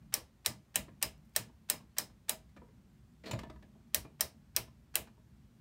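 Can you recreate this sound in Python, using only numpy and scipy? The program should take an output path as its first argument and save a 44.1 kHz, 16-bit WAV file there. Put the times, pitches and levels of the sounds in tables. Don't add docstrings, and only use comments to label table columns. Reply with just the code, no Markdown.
import sys
import numpy as np
from scipy import signal
from scipy.io import wavfile
from scipy.ndimage import uniform_filter1d

SR = 44100
rng = np.random.default_rng(int(sys.argv[2]) if len(sys.argv) > 2 else 0)


def generate_wav(sig):
    pcm = np.round(np.clip(np.atleast_2d(sig).T, -1, 1) * 32767).astype(np.int16)
    wavfile.write(sys.argv[1], SR, pcm)


def elevation(decibels):
    levels = np.asarray(decibels, float)
    return 10 ** (levels / 20)


N = 247004


def peaked(x):
    return x / np.abs(x).max()


def read(points, hz):
    f, value = np.transpose(points)
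    return np.interp(np.log(hz + 1), np.log(f + 1), value)


def add(mix, s, sound):
    part = mix[round(s * SR):][:len(sound)]
    part += sound[:len(part)]


def colour(x, points, tilt_db=0):
    hz = np.abs(np.fft.fftfreq(4096, 1 / SR))
    gain_db = read(points, hz) + tilt_db * np.log2((hz + 100) / 2000)
    log_gain = np.log(elevation(np.maximum(gain_db, -100)))
    taps = np.fft.ifft(np.exp(np.conj(signal.hilbert(log_gain)))).real[:2048]
    return signal.oaconvolve(x, taps)[:len(x)]


def noise(points, patchy_db):
    hz = np.fft.rfftfreq(2048, 1 / SR)
    a, b, patches = rng.standard_normal((N // 512 + 5, 1025, 3)).T
    patches = uniform_filter1d(patches, size=5, axis=0)
    patches = uniform_filter1d(patches, size=5, axis=1) * 5
    z = (a + 1j * b) * elevation(read(points, hz)[:, None] + patchy_db * patches)
    x = signal.istft(z, nperseg=2048, noverlap=1536)[1][:N]
    return x / x.std()


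def rings(modes, t, phases, spread_db, detune=0):
    hz, db, t60 = np.transpose(modes)[:, :, None]
    phases = phases[:, None]
    strength_db = db + spread_db * np.sin(7 * phases)
    hz = hz * (1 + detune * np.cos(5 * phases))
    return (elevation(strength_db - 60 * t / t60) * np.sin(2 * np.pi * hz * t + phases)).sum(0)


# (frequency [Hz], density [dB per Hz])
RUMBLE_SPECTRUM = [(16, -49.5), (28, -17.5), (41, -15.5), (59, -0.5), (92, -10.5), (140, 3), (167, -5),
                   (215, 0), (238, -3.5), (259, -12), (340, -17.5), (440, -50), (750, -120)]
# (time [s], level [dB])
DISTANT_LEVEL = [(0, -61), (.15, -64.5), (.4, -71.5), (1.2, -68), (2.2, -68.5), (3.001, -66.5),
                 (3.8, -65.5), (4.402, -66.5), (5.3, -66.5), (5.6, -66.5)]


def rumble():
    t = np.arange(SR // 2) / SR
    shake = np.zeros(N)
    rise_s, t60_s = 0.024, 0.37
    for s, *_, shake_db in CABINET_ROCKS:
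        swell = 1 - np.exp(-(t / rise_s) ** 2)
        add(shake, s - .015, swell * elevation(shake_db + 2 - 60 * t / t60_s))
    distant = elevation(np.interp(np.arange(N) / SR, *np.transpose(DISTANT_LEVEL)))
    low = noise(RUMBLE_SPECTRUM, patchy_db=2.0)
    deep = signal.sosfiltfilt(signal.butter(3, 90, fs=SR, output="sos"), low)
    upper = low - deep
    deep_level = distant + elevation(-2.5) * shake
    upper_level = elevation(1.0) * distant + shake
    return deep_level * deep / deep.std() + upper_level * upper / upper.std()


# (frequency [Hz], density [dB per Hz])
HISS_SPECTRUM = [(190, -36), (330, -5), (414, -6), (479, -15.5), (519, -11), (1460, -16.5), (1780, -18),
                 (1990, -18), (2380, -20), (6280, -25), (15800, -30.5)]


def hiss():
    return elevation(-76) * noise(HISS_SPECTRUM, patchy_db=1.0)


# (frequency [Hz], level [dB], t60 [s])
WALL_MODES = [(640.5, -1, 0.17), (964, 0, 0.046), (1200, -7.5, 0.09), (1646, -14.5, 0.026),
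              (1740, -5, 0.079), (2003, -10.5, 0.06), (2396, -6, 0.076)]


def knocks(rows, body, length, steep, width_hz, ring_db, box_db):
    t = np.arange(SR // 8) / SR
    out = np.zeros(N)
    envelope = np.exp(-(t / length) ** steep) * np.minimum(t / 0.00072, 1)
    r = np.exp(-np.pi * width_hz / SR)
    for s, peak_db, bright_db, ring_hz in rows:
        grit = envelope * rng.standard_normal(len(t))
        ring = signal.lfilter([1], [1, -2 * r * np.cos(2 * np.pi * ring_hz / SR), r * r], grit)
        phases = rng.uniform(0, 2 * np.pi, len(WALL_MODES))
        wall_ring = rings(WALL_MODES, t, phases, spread_db=1.5, detune=.015)
        tilted = colour(grit, [(1, 0.003), (2, 0)], bright_db)
        walls = signal.fftconvolve(tilted, wall_ring)[:len(t)]
        loose = .8 + 10 * uniform_filter1d(rng.standard_normal(len(t)), size=250)
        knock = peaked(colour(grit, body, bright_db))
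        knock += elevation(ring_db) * peaked(ring) + elevation(box_db) * peaked(walls * loose)
        add(out, s, elevation(peak_db) * knock)
    return out


# (time [s], peak [dB], brightness [dB per octave], ring [Hz])
CABINET_KNOCKS = [(0.02, -68, 4.5, 510), (0.881, -50, -2.5, 620), (1.143, -70.5, -1, 585),
                  (1.491, -59, -6, 980), (1.801, -60, 1, 958), (2.097, -61.5, 3.5, 596),
                  (2.491, -67, 8, 2155), (2.564, -47, 1.5, 660), (2.617, -53, -5.5, 495),
                  (2.685, -61, -2, 493), (3.752, -55.5, -10.5, 600), (3.802, -68.5, -0.5, 497),
                  (4.048, -48.5, -4.5, 608), (4.676, -59.5, 2, 956), (5.072, -55.5, 2.5, 968),
                  (5.175, -62, -5, 979)]
# (frequency [Hz], density [dB per Hz])
KNOCK_SPECTRUM = [(150, -32.5), (250, 2.5), (760, -15), (946, -2.5), (1390, -12.5), (2430, -21.5),
                  (2870, -22.5), (3830, -23), (14000, -49.5)]


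def cabinet_knocks():
    return knocks(CABINET_KNOCKS, KNOCK_SPECTRUM, length=.014, steep=2.5, width_hz=150, ring_db=-8, box_db=-5)


# (time [s], peak [dB], brightness [dB per octave])
BALL_SLIPS = [(0.123, -43, -5.5), (0.4464, -44, -4.5), (0.7415, -44, -5), (1.0139, -40, -5.5),
              (1.3491, -47.5, -4), (1.687, -44, -5), (1.9658, -42, -6), (2.2822, -40, -4.5),
              (3.9334, -51, -5), (4.1937, -47, -7.5), (4.5473, -55.5, -6.5), (4.9395, -45, -5.5)]


def slips():
    t = np.arange(700) / SR
    out = np.zeros(N)
    cam = [(150, -37.0), (600, -10.5), (2200, 2.0), (8500, -2), (11000, -4.0)]  # (Hz, dB)
    envelope = (elevation(-60 * t / 0.025) + elevation(-8.0)) * np.minimum(t / 0.0071, 1)
    for s, peak_db, bright_db in BALL_SLIPS:
        rub = envelope * rng.standard_normal(len(t))
        add(out, s, elevation(peak_db) * peaked(colour(rub, cam, bright_db)))
    return out


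def seat(wall_db, shaft_db, top_db):
    body_db = -1.5 + 0.19 * wall_db
    above_shaft_db = -2.0 - .55 * shaft_db
    return [(150, -10), (600, body_db), (1900, body_db + 3.5), (2700, wall_db), (4000, -1.0), (5500, shaft_db),
            (7000, above_shaft_db), (8500, 1), (11500, top_db), (14500, 4.0 + 0.42 * top_db)]


# (time [s], level [dB], cabinet wall [dB], shaft ring [dB], top [dB])
DETENT_SNAPS = [(0.14, -12.5, -1.5, 1, -1), (0.4611, -12.5, -3.5, -2.5, -5), (0.7575, -12, 3.5, -6.5, -1.5),
                (1.0268, -12.5, 5, -3.5, -1.5), (1.3625, -11.5, 0, -3.5, -3.5), (1.6999, -11.5, -1, -4, -1),
                (1.984, -13.5, -6, -1, -4), (2.2945, -13, -1, -7, 0.5), (3.946, -10.5, -3, 0, 1),
                (4.2081, -11, -4.5, 3, -0.5), (4.5642, -11.5, 3.5, 4, 1.5), (4.9554, -11, 4.5, -5, 3)]
# (frequency [Hz], density [dB per Hz])
SNAP_SPECTRUM = [(180, -39), (300, 0), (1500, -9), (3060, -3), (3550, -8.5), (3790, -3), (4790, -5),
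                 (5560, -3), (7250, -4), (9450, -3), (10800, -1.5), (12500, -4.5), (15800, -6)]
# (frequency [Hz], level [dB], t60 [s])
PANEL_MODES = [(600, -17.5, 0.13), (825, -26, 0.16), (1116, -31, 0.098), (1480, -36, 0.03),
               (1827, -16.5, 0.055), (2637, -19.5, 0.028), (3209, -21, 0.049), (3755, -21.5, 0.02),
               (3940, -15, 0.074), (4580, -14.5, 0.019), (5400, -8, 0.04), (5760, -8.5, 0.042),
               (6300, -19.5, .04), (7700, -13.5, .035), (8430, -7, 0.03), (9000, -19.5, 0.049),
               (9700, -17, 0.047), (11730, -9.5, 0.026), (13041, -10.5, 0.029), (14551, -12, 0.047),
               (15800, -15.5, 0.051)]
# (frequency [Hz], level [dB], t60 [s])
SPRING_MODES = [(5090, -21, .19), (5230, -28, .14)]


def ball_impact(t, grit):
    contacts = elevation(6.5 * uniform_filter1d(grit[2], size=16))
    bounce_s = .0008
    rebound = np.maximum(t - bounce_s, 0)
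    chatter = 0.9 * np.exp(-t / 0.0003) + (rebound > 0) * np.exp(-rebound / .0004)
    bright = (chatter + elevation(-4.5 - 60 * t / 0.03)) * contacts * grit[0]
    bright += elevation(5.5) * np.exp(-rebound / .0005) * np.sin(2 * np.pi * 8300 * rebound)
    bright[round(bounce_s * SR) + 1] -= elevation(7)
    dull = elevation(-4 - 60 * t / 0.092) * (1 - np.exp(-t / 0.0087)) * grit[1]
    split = signal.butter(2, 3200, fs=SR, output="sos")
    return bright - signal.sosfilt(split, bright) + signal.sosfilt(split, dull)


def struck_modes(t, grit, spring_db):
    phases = rng.uniform(0, 2 * np.pi, len(PANEL_MODES) + len(SPRING_MODES))
    panel_phases, spring_phases = np.split(phases, [len(PANEL_MODES)])
    grip = 1 + 7 * uniform_filter1d(grit[1], size=120)
    panel = rings(PANEL_MODES, t, panel_phases, spread_db=1.5, detune=.005)
    modes = elevation(-11.5) * grip * panel * (0.78 + 1.8 * np.exp(-t / 0.0015))
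    taps = elevation(-60 * t / .2) * grit[0] * (abs(grit[1]) > 2.4)
    walls = rings(WALL_MODES, t, phases[:len(WALL_MODES)], spread_db=3, detune=0.013)
    modes += elevation(-32.5) * peaked(signal.fftconvolve(taps, walls)[:len(t)])
    buzz = .7 + 9 * uniform_filter1d(grit[2], size=150)
    modes += elevation(spring_db) * buzz * rings(SPRING_MODES, t, spring_phases, spread_db=4, detune=.008)
    return modes * np.minimum(t / 0.0021, 1)


def snaps():
    t = np.arange(SR // 4) / SR
    near, blows = np.zeros(N), np.zeros(N)
    impulse = 1. * (t == 0)
    for s, level_db, *seated_db in DETENT_SNAPS:
        spring_db = -8 if s < 3 else -20
        notch = seat(*seated_db)
        grit = rng.standard_normal((3, len(t)))
        impact = peaked(colour(ball_impact(t, grit), SNAP_SPECTRUM))
        snap = colour(impact + struck_modes(t, grit, spring_db), notch)
        blow = colour(colour(impulse, SNAP_SPECTRUM), notch)
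        add(near, s - .0002, elevation(level_db + 12.5) * snap / np.linalg.norm(snap))
        add(blows, s, elevation(level_db + 10.5) * blow / np.linalg.norm(blow))
    return near, blows


# (time [s], swing [dB], frequency [Hz], t60 [s], bench shake [dB])
CABINET_ROCKS = [(.16, -55.5, 112, 0.17, -73), (0.475, -50, 119, 0.46, -51), (0.77, -45.5, 94, 0.14, -46.5),
                 (1.041, -46, 118.5, 0.17, -55.5), (1.377, -46.5, 114.1, 0.26, -53),
                 (1.714, -49, 129, 0.12, -58), (1.998, -53.5, 124, 0.16, -56.5),
                 (2.312, -68, 119.2, 0.32, -64), (2.568, -48, 188.7, 0.1, -62.5),
                 (3.299, -53, 180.5, 0.1, -47.5), (3.323, -25.5, 119, 0.12, -58),
                 (3.335, -48, 67.6, 0.79, -51), (3.469, -50.5, 126.7, 0.35, -62),
                 (3.961, -44, 95, 0.17, -52.5), (4.223, -44.5, 81.3, 0.11, -59.5),
                 (4.582, -43.5, 116, 0.19, -57.5), (4.972, -53.5, 118, 0.17, -55)]


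def rocks():
    t = np.arange(SR // 3) / SR
    out = np.zeros(N)
    for s, db, hz, t60, _ in CABINET_ROCKS:
        swing = (1 - np.exp(-(t / 0.018) ** 2)) * elevation(db + 4 - 60 * t / t60)
        add(out, s, swing * np.sin(2 * np.pi * (hz * t + rng.random())))
    return out


def landings():
    t = np.arange(2000) / SR
    out = np.zeros(N)
    feet = [(80, -10), (220, 1), (600, -6.5), (1100, -14), (2500, -34)]  # (Hz, dB)
    scatter = rng.uniform(-1, 1, (len(DETENT_SNAPS), 2))
    for (s, level_db, *_), (late, size) in zip(DETENT_SNAPS, scatter):
        thud = t / .003 * np.exp(-t / 0.0038) * rng.standard_normal(len(t))
        add(out, s + .034 + .004 * late, elevation(level_db - 32 + 3 * size) * peaked(colour(thud, feet)))
    return out


# (time [s], peak [dB], length [s])
SKIN_TICKS = [
    (1.178, -66, .003),
    (1.248, -67.5, 0.02),
    (1.293, -66.5, .006),
    (1.336, -66, 0.016),
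]


def ticks():
    t = np.arange(2000) / SR
    out = np.zeros(N)
    for s, peak_db, length in SKIN_TICKS:
        grit = rng.standard_normal(len(t)) * np.exp(-(t / length) ** 2)
        add(out, s, elevation(peak_db) * peaked(colour(grit, [(1500, -22), (5000, 0), (16000, -0.5)])))
    return out


# (time [s], level [dB])
SLIDE_LEVEL = [
    (3.22, -90.5),
    (3.292, -88),
    (3.412, -61),
    (3.446, -73),
    (3.572, -92),
    (3.72, -84),
]
# (frequency [Hz], density [dB per Hz])
SCRAPE_SPECTRUM = [(120, -23.5), (200, 6), (659, -4), (1080, -11), (1710, -14.5), (1910, -11.5),
                   (4430, -17.5), (4950, -23), (16000, -41)]


def slide():
    s, scrape_db = np.transpose(SLIDE_LEVEL)
    sizes = elevation(3 * np.minimum(rng.exponential(1, N), 4))
    sparse = rng.standard_normal(N) * sizes * (rng.random(N) < .15)
    grains = colour(sparse, SCRAPE_SPECTRUM)
    return elevation(np.interp(np.arange(N) / SR, s, scrape_db, -120, -120)) * grains / grains.std()


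# (time [s], peak [dB], brightness [dB per octave], ring [Hz])
FINGER_DRAGS = [
    (3.237, -46, -0.5, 1890),
    (3.258, -37.5, 0.5, 4200),
]


def drags():
    return knocks(FINGER_DRAGS, SCRAPE_SPECTRUM, length=0.044, steep=2.6, width_hz=380, ring_db=-10.5, box_db=-6.0)


# (time [s], peak [dB], brightness [dB per octave], ring [Hz])
GRIP_RATTLE = [
    (3.296, -47.5, -3.5, 590),
    (3.3105, -35, 3.5, 6920),
    (3.312, -39.5, 1.5, 3820),
    (3.332, -34, 2, 1200),
    (3.3895, -38.5, 4, 2070),
    (3.433, -43, 0, 1000),
    (3.498, -45, 0, 1200),
    (3.559, -56, -3, 1096),
    (3.625, -54.5, 1.5, 1970),
    (3.635, -58.5, -5.5, 1700),
]


def rattle():
    return knocks(GRIP_RATTLE, SCRAPE_SPECTRUM, length=0.0095, steep=2.5, width_hz=310, ring_db=-6.5, box_db=-5.0)


# (frequency [Hz], t60 [s])
ROOM_DECAY = [(300, 0.35), (1400, 0.23), (3700, 0.22), (9700, 0.17), (15000, 0.14)]


def room(x):
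    taps = np.zeros(SR // 2)
    at = np.arange(200, len(taps) - 10, 10)
    taps[at + rng.integers(0, 10, len(at))] = rng.choice([-1., 1.], len(at))
    hz, t, z = signal.stft(taps, SR, nperseg=256)
    decay = elevation(-60 * t / read(ROOM_DECAY, hz)[:, None])
    tail = signal.istft(z * decay, SR, nperseg=256)[1]
    return signal.fftconvolve(x, tail / np.linalg.norm(tail))[:N]


def scene():
    near, blows = snaps()
    small = cabinet_knocks() + slips() + landings() + ticks() + drags() + rattle()
    far = elevation(-7.5) * blows + elevation(-8.0) * small
    turn = (np.arange(N) * 7 // SR) % 3
    wet = sum(room(far * (turn == k)) for k in range(3))
    return (rumble() + hiss() + near + small + rocks() + slide() + wet)[None]


def top_cut(x):
    return signal.sosfilt(signal.butter(12, 17100, fs=SR, output="sos"), x)


# (frequency [Hz], gain [dB])
MIC_RESPONSE = [(9700, 1), (10500, -4.5), (11300, 1), (16000, 0)]


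def record(dry):
    heard = colour(dry[0], MIC_RESPONSE)[None]
    cut = signal.sosfilt(signal.butter(6, 44, "high", fs=SR, output="sos"), heard)
    narrow_taps = signal.firwin(401, 15780, window=("kaiser", 8), fs=SR)
    wide_taps = signal.firwin(401, 16900, window=("kaiser", 10), fs=SR)
    narrow = signal.oaconvolve(cut, narrow_taps[None], "same")
    wide = signal.oaconvolve(cut, wide_taps[None], "same")
    mix = narrow + elevation(-30.5) * (wide - narrow)
    return top_cut(mix)


dry = scene()
out = record(dry)
generate_wav(out)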